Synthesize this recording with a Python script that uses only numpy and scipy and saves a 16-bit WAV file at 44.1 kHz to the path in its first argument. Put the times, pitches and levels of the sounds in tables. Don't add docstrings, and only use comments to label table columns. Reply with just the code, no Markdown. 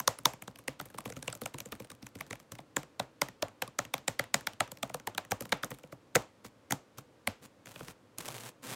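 import sys
import numpy as np
from scipy import signal
from scipy.fft import rfft, irfft, next_fast_len
from scipy.io import wavfile
from scipy.ndimage import map_coordinates

SR = 44100
rng = np.random.default_rng(int(sys.argv[2]) if len(sys.argv) > 2 else 0)


def dump_mix(stems):
    frames = np.atleast_2d(stems).T
    limited = np.clip(frames, -1, 1)
    pcm = np.round(limited * 32767).astype(np.int16)
    wavfile.write(sys.argv[1], SR, pcm)


N = 385875
SIZE = 4096
T = np.arange(SIZE) / SR
HZ = np.fft.rfftfreq(SIZE, 1 / SR)
MIDDLING_DB = -40


# (time [s], force [dB], pitch of the struck spot [Hz],
# nail click compared with the force [dB], pitch of the nail [Hz], push on the stand [dB])
FINGER_TAPS = [(0.0012, -33.5, 1020, 1, 12500, -45.5), (0.0775, -20.5, 1120, -1.5, 5560, -37.5),
               (0.188, -47.5, 1320, 4, 9700, -49.5), (0.256, -20, 970, 0, 3760, -35.5),
               (0.423, -44.5, 2210, -0.5, 12300, -49), (0.479, -41.5, 606, -9, 6800, -45),
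               (0.559, -53, 2620, -2, 2900, -56), (0.5886, -53.5, 1170, 1, 10300, -59),
               (0.6813, -30.5, 2010, -6.5, 12500, -39.5), (0.8, -36.5, 1460, -12, 9000, -43.5),
               (0.813, -46, 856, 0, 13000, -46), (0.8568, -52.5, 450, 1.5, 13000, -59),
               (0.945, -47.5, 560, -21, 9700, -47), (0.9852, -37.5, 427, -4.5, 10700, -46),
               (1.0063, -50.5, 2480, -1, 8300, -69), (1.057, -38.5, 1120, -8, 3330, -37.5),
               (1.078, -50, 530, -5, 7800, -50), (1.1014, -43, 484, -4.5, 9200, -49),
               (1.124, -48, 2420, -1, 6400, -47), (1.167, -45.5, 1290, -4.5, 2820, -39.5),
               (1.227, -44.5, 1700, 2.5, 9000, -50), (1.2801, -31.5, 2800, -8.5, 3630, -39.5),
               (1.301, -51, 2420, -1, 9800, -55), (1.328, -43, 1390, 3, 8100, -55),
               (1.352, -49.5, 480, 5, 11800, -53), (1.4176, -41, 456, -1, 12600, -40),
               (1.4361, -51, 530, -2, 3800, -47), (1.4595, -33.5, 1390, -4.5, 9000, -51),
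               (1.5432, -41.5, 990, -11, 7300, -39.5), (1.585, -47, 2330, 4.5, 8400, -58),
               (1.6041, -43.5, 2440, 4, 12700, -49.5), (1.6581, -47.5, 464, 0.5, 7500, -46.5),
               (1.722, -43.5, 2370, -0.5, 12600, -43.5), (1.7265, -39, 1290, -18, 3530, -45),
               (1.8016, -45, 460, -5.5, 11800, -42), (1.847, -52, 640, -3.5, 9800, -62),
               (1.9026, -48.5, 2600, 0, 9350, -50), (1.9168, -50, 1230, 0, 9200, -50),
               (2.0278, -53, 2300, -2, 5500, -44), (2.0674, -47.5, 2550, 0, 8100, -57),
               (2.155, -48.5, 1100, -5, 11500, -43.5), (2.2093, -36, 2180, -7, 2800, -48),
               (2.309, -39.5, 2000, -5.5, 5900, -40.5), (2.33, -38, 2220, -9, 9800, -48),
               (2.356, -52, 2480, -6, 2700, -61), (2.5204, -46.5, 1350, 3, 8500, -43),
               (2.553, -52, 2400, -4, 11300, -61.5), (2.5892, -42.5, 680, -24, 5900, -49),
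               (2.767, -26.5, 1330, -2, 7300, -37), (2.9987, -27.5, 615, -12, 3800, -39),
               (3.2178, -23, 1320, -4.5, 8900, -38), (3.4256, -25.5, 587, -10.5, 6300, -40.5),
               (3.6224, -28, 1380, -7, 3100, -44), (3.7897, -26, 1420, -4, 7170, -40.5),
               (3.9403, -26.5, 1290, -6, 3700, -44.5), (4.0811, -26, 1800, -1.5, 7640, -37.5),
               (4.195, -24.5, 2070, -10, 4240, -39), (4.343, -22.5, 2000, -0.5, 5500, -36),
               (4.4713, -28.5, 2090, -6, 3400, -49), (4.606, -22, 1350, -9, 9500, -37.5),
               (4.7181, -45.5, 580, 4, 12800, -48), (4.7729, -54, 2500, -1, 3720, -62),
               (4.831, -29, 830, -7, 3760, -40), (4.8988, -42, 620, -13, 7900, -48),
               (4.9446, -34, 505, -4.5, 9300, -42), (5.0734, -30, 855, -8.5, 13000, -43.5),
               (5.1802, -27.5, 1480, -8.5, 4300, -48.5), (5.311, -44.5, 1500, 6, 7560, -42),
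               (5.319, -26, 780, -6.5, 3900, -36.5), (5.4082, -41.5, 447, 3, 12600, -39),
               (5.423, -47, 1310, 0, 7000, -44), (5.4548, -45.5, 1210, -6, 13100, -48.5),
               (5.523, -23.5, 1510, -15, 3800, -44), (5.5273, -24, 1540, -13, 3660, -39),
               (5.6347, -31, 1500, -13, 3700, -40.5), (5.6451, -42.5, 487, 4.5, 11700, -46),
               (5.7065, -48, 990, 3, 12880, -46.5), (5.716, -40, 1210, -15, 11700, -40),
               (5.8375, -47, 514, -28, 3000, -49.5), (5.9257, -44, 650, -16, 12800, -45),
               (6.1535, -22.5, 1520, -8, 7730, -34), (6.1577, -20.5, 470, -3, 6700, -31),
               (6.1657, -28, 2150, -18, 7650, -40), (6.4483, -52, 1210, -7.5, 7700, -46.5),
               (6.7089, -33, 2000, -2.5, 11200, -34), (6.7228, -27.5, 790, -1, 11540, -36),
               (6.9847, -46.5, 530, 0, 12300, -48.5), (7.2743, -25.5, 2100, -6, 9600, -37),
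               (7.6587, -52.5, 2250, 1, 10700, -57), (7.671, -50, 2320, -8, 3340, -52),
               (7.7603, -44.5, 2500, -21, 2640, -49.5), (7.8075, -44, 590, -38, 3080, -42),
               (7.8832, -46, 2350, -4, 5300, -46), (8.1845, -47, 1160, 10.5, 7970, -46),
               (8.257, -47, 2470, 2, 10900, -59), (8.2857, -39, 1160, -3, 9600, -49),
               (8.4522, -56, 1780, 3, 11700, -62.5)]
def tapping(graze_lead_s=0.0041, scuff_lead_s=.008, scuff_db=-11, thud_db=1):
    track = np.zeros(N)
    for s, force_db, spot_hz, nail_db, nail_hz, push_db in FINGER_TAPS:
        graze_db = min(-51.5 + 0.98 * (force_db - MIDDLING_DB), -38.5)
        add(track, s - graze_lead_s, amp(graze_db) * graze())
        add(track, *blow(s, force_db, spot_hz, nail_db, nail_hz, push_db))
        add(track, s - scuff_lead_s, amp(push_db + scuff_db) * scuff())
        add(track, s, amp(push_db + thud_db) * thud())
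    return track


def blow(s, force_db, spot_hz, nail_db, nail_hz, push_db, lead_s=.008):
    octaves = np.log2(spot_hz / 1200)
    pad_db = push_db - 2.8 + 0.14 * (force_db - MIDDLING_DB)
    knock_db = force_db - 3.5 - 2.5 * octaves
    clack_db = force_db - 4.5 + 2.6 * octaves
    levels_db = (pad_db, knock_db, clack_db, force_db + nail_db)
    click = np.exp(-2j * np.pi * lead_s * HZ)
    sound = room_echo(flesh_and_nail(click, levels_db))
    add(sound, 0, case_ring(levels_db, (spot_hz, nail_hz), lead_s))
    return s - lead_s, sound


# (pitch [Hz], width [Hz], level [dB])
CASE_TONES = [(251, 46, 0), (537.4, 59.7, 1.5), (730, 146, -2), (1086, 250, -2.5), (1305, 224, 1),
              (2040, 740, -1), (3680, 1400, -6), (5900, 1200, -9), (7800, 1900, -9.5), (11050, 7000, -12),
              (14800, 6000, -13.5)]
def case_ring(levels_db, rings_hz, lead_s, scatter=0.1, vary_db=2.0, lag_s=.003, lag_hz=620):
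    t = T - lead_s
    crunch = .15 * np.exp(np.minimum(t, 0) / 0.0008) * fade(np.maximum(t, 0), t60_s=0.0085)
    chatter = 0.029 * (t > 0) * fade(np.abs(t), t60_s=.03)
    force = (crunch + chatter) * rng.standard_normal(SIZE)
    force[round(lead_s * SR)] += 1
    body = 0
    for k, (hz, width_hz, db) in enumerate(CASE_TONES):
        detune, louder = rng.standard_normal(2)
        body += (-1) ** k * amp(db + vary_db * louder) * resonance(hz * np.exp(scatter * detune), width_hz)
    for hz in rings_hz:
        body *= 1 + 1.9 * resonance(hz, width_hz=hz / 6)
    chirp = np.exp(-2j * np.pi * lag_s * lag_hz * np.arctan(HZ / lag_hz))
    return flesh_and_nail(rfft(force) * body * chirp, levels_db)


# (lowest [Hz], highest [Hz])
BLOW_RANGES = [(170, 420), (420, 1200), (1200, 4500), (4500, 16000)]
def flesh_and_nail(spectrum, levels_db):
    parts = [irfft(spectrum * (low_pass(HZ, high) - low_pass(HZ, low))) for low, high in BLOW_RANGES]
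    return sum(amp(db) * part / strength(part) for db, part in zip(levels_db, parts))


# (frequency [Hz], level [dB])
GRAZE_COLOUR = [(200, -14.5), (900, 0), (3000, 0.5), (9000, -2), (15000, -5)]
def graze(width_s=0.00053, centre_s=0.0017, scrape=0.34):
    shape = np.exp(-((T - centre_s) / width_s) ** 2)
    shape += scrape * (T > centre_s) * fade(T, t60_s=0.021)
    tick = coloured(rng.standard_normal(SIZE) * shape, GRAZE_COLOUR)
    return tick / strength(tick)


# (pitch [Hz], level [dB], time to swell [s])
STAND_TONES = [(55.3, -19, 0.028), (90, -10.5, 0.01), (124.2, -1, 0.017), (184, 0, 0.01),
               (285, -8.5, 0.018)]
def thud(scatter=.11):
    rock = np.zeros(SIZE)
    for hz, db, swell_s in STAND_TONES:
        pitch_hz = hz * np.exp(scatter * rng.standard_normal())
        phase = 2 * np.pi * (pitch_hz * T + rng.random())
        rock += amp(db) * np.sin(phase) * (T / swell_s) ** 2 * np.exp(-2 * T / swell_s)
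    return rock / strength(rock)


# (frequency [Hz], level [dB])
SKIN_COLOUR = [(210, -36.5), (350, -5), (1260, -7.5), (1910, -11), (2800, -11), (5140, -15), (7790, -13.5),
               (15000, -20.5), (16000, -22.5)]
def scuff(linger_s=0.013):
    friction = slips(SIZE, per_s=450, spread_db=5) + .5 * rng.standard_normal(SIZE)
    rub = coloured(friction * np.sqrt(T) * np.exp(-T / linger_s), SKIN_COLOUR)
    return rub / strength(rub)


def slips(size, per_s, spread_db):
    sizes = amp(spread_db * np.clip(rng.standard_normal(size), -2, 2))
    moments = rng.random(size) < per_s / SR
    return unit(moments * sizes * rng.choice([-1, 1], size))


# (time [s], force [dB])
FINGER_LIFTS = [(0.3356, -45), (2.832, -50), (3.2861, -45), (3.4834, -53), (3.6777, -47), (3.8516, -46),
                (3.9804, -49), (4.2405, -50), (4.409, -49), (4.534, -52.5), (4.677, -53.5), (4.999, -50.5),
                (5.149, -48), (5.2502, -52), (6.2216, -54.5)]
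def lifting(peel_lead_s=.003, peel_db=-6, spread_octaves=.6):
    track = np.zeros(N)
    for s, force_db in FINGER_LIFTS:
        spot_hz = 1500 * 2 ** (spread_octaves * np.clip(rng.standard_normal(), -2, 2))
        push_db = force_db - 2
        add(track, s - peel_lead_s, amp(force_db + peel_db) * graze(width_s=.0012, centre_s=0.0035))
        add(track, *blow(s, force_db, spot_hz, nail_db=-6, nail_hz=6000, push_db=push_db))
        add(track, s, amp(push_db) * thud())
    return track


# (start [s], length [s], level at the end [dB], swell [dB], rumble compared with the hiss [dB])
SKIN_SLIDES = [(6.439, 0.026, -51, 3, -3.5), (6.971, 0.018, -50, 2, -4), (7.413, 0.046, -53, 6, 1.5),
               (7.655, 0.069, -53, 4.5, -3.5), (7.734, 0.18, -49.5, 9, -10), (8.173, 0.32, -47.5, 0, -7),
               (8.621, 0.12, -42, 7.5, -4)]
# (frequency [Hz], level [dB])
RUMBLE_COLOUR = [(24, -21), (40, -31), (87, -23), (114, 8.5), (183, -6.5), (254, 2.5), (405, -20),
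                 (500, -4), (650, -24), (1100, -120)]
def sliding(attack_s=0.015, release_s=0.0076):
    t = np.arange(N) / SR
    hiss_gain, rumble_gain = np.zeros(N), np.zeros(N)
    for start, length, level_db, swell_db, rumble_db in SKIN_SLIDES:
        fade_in = np.clip((t - start) / attack_s, 0, 1)
        fade_out = np.exp(-np.maximum(t - start - length, 0) / release_s)
        progress = np.clip((t - start) / length, 0, 1)
        pressure = fade_in * fade_out * amp(level_db + swell_db * (progress - 1))
        hiss_gain += pressure
        rumble_gain += amp(rumble_db) * pressure
    waver = wobble(t, per_s=25, spread_db=1)
    judder = wobble(t, per_s=120, spread_db=2.5)
    friction = judder * (slips(N, per_s=800, spread_db=6) + 0.64 * rng.standard_normal(N))
    friction += 0.22 * slips(N, per_s=60, spread_db=2)
    hiss = hiss_gain * unit(coloured(friction, SKIN_COLOUR))
    rumble = rumble_gain * unit(coloured(rng.standard_normal(N), RUMBLE_COLOUR))
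    rub = waver * (hiss + rumble)
    return rub + room_echo(rub)[:N]


# (start [s], end [s])
QUICK_RUNS = [(0.529, 0.59), (.82, 1.84), (2.12, 2.4), (5.35, 5.78)]
def stray_ticks(per_s=14, push_db=-57, rub_db=-60, spread_octaves=.4):
    track = np.zeros(N)
    for start, end in QUICK_RUNS:
        for slot in np.arange(start, end, 1 / per_s):
            s = slot + rng.random() / per_s
            force_db = rng.normal(-59, 2)
            spot_hz = 2000 * 2 ** rng.normal(0, spread_octaves)
            add(track, *blow(s, force_db, spot_hz, nail_db=-1, nail_hz=9000, push_db=push_db))
            add(track, s, amp(push_db) * thud() + amp(rub_db) * scuff())
    return track


def brushes(level_db=-64, spread_db=3):
    track = np.zeros(N)
    for s, *_ in FINGER_TAPS:
        delay_s = rng.uniform(0.0048, 0.056)
        add(track, s + delay_s, amp(rng.normal(level_db, spread_db)) * graze(width_s=0.00054, scrape=0.32))
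    return track


# (frequency [Hz], level [dB])
ECHO_COLOUR = [(60, -6), (130, -13.5), (300, -3), (600, 4), (1300, -1.5), (2400, -4.5), (4500, -7),
               (7500, -3.5), (10000, -11.5), (16000, -6.5)]
# (frequency [Hz], time to fade by 60 dB [s])
ECHO_FADE = [(150, 0.32), (600, 0.2), (2500, 0.29), (7000, 0.25), (15000, 0.14)]
def room_echo(x, gap_s=0.011, wall_s=0.012, wall_db=-20, tail_db=-15):
    hz, frame_s, spectra = signal.stft(rng.standard_normal(SR // 2), SR, nperseg=256)
    tail = signal.istft(spectra * fade(frame_s, along(ECHO_FADE, hz)[:, None]), SR, nperseg=256)[1]
    t = np.arange(len(tail)) / SR
    tail *= t > gap_s
    wall = rng.standard_normal(len(t)) * np.exp(-np.abs(t - wall_s) / 0.0012)
    echo = amp(tail_db) * tail / np.linalg.norm(tail) + amp(wall_db) * wall / np.linalg.norm(wall)
    return signal.fftconvolve(x, coloured(echo, ECHO_COLOUR))


# (frequency [Hz], level [dB])
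HUSH_COLOUR = [(25, -34), (60, -18), (110, -4.5), (170, -10), (290, -4.5), (400, -12), (510, -6),
               (680, -15.5), (1100, -16.5), (2000, -23.5), (4000, -29), (8000, -34.5), (16000, -46)]
def room_hush(level_db=-63):
    return amp(level_db) * unit(coloured(rng.standard_normal(N), HUSH_COLOUR))


def amp(db):
    return 10 ** (np.asarray(db) / 20)


def fade(t, t60_s):
    return amp(-60 * t / t60_s)


def wobble(t, per_s, spread_db):
    return amp(spread_db * map_coordinates(rng.standard_normal(SIZE), [t * per_s]))


def unit(x):
    return x / np.sqrt(np.mean(x ** 2) + 1e-20)


def strength(x):
    return np.sqrt(np.sum(x ** 2) / (.005 * SR) + 1e-20)


def along(points, hz):
    point_hz, values = np.transpose(points)
    return np.interp(np.log(hz + 1), np.log(point_hz), values)


def coloured(x, colour):
    size = next_fast_len(len(x) + SIZE)
    gain = amp(along(colour, np.fft.rfftfreq(size, 1 / SR)))
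    return irfft(rfft(x, size) * gain, size)[:len(x)]


def resonance(hz, width_hz):
    return 1j * HZ * width_hz / (hz * hz - HZ * HZ + 1j * HZ * width_hz)


def low_pass(hz, edge_hz, steepness=6):
    return 1 / (1 + (hz / edge_hz) ** steepness)


def add(track, s, x):
    start = round(s * SR)
    x = x[max(0, -start):max(0, len(track) - start)]
    track[max(0, start):][:len(x)] += x


def scene():
    return (tapping() + lifting() + stray_ticks() + brushes() + sliding() + room_hush())[None]


def record(dry):
    size = next_fast_len(N + SIZE)
    gain = low_pass(np.fft.rfftfreq(size, 1 / SR), edge_hz=16000, steepness=100)
    return irfft(rfft(dry, size) * gain, size)[:, :N]


dry = scene()
out = record(dry)
dump_mix(out)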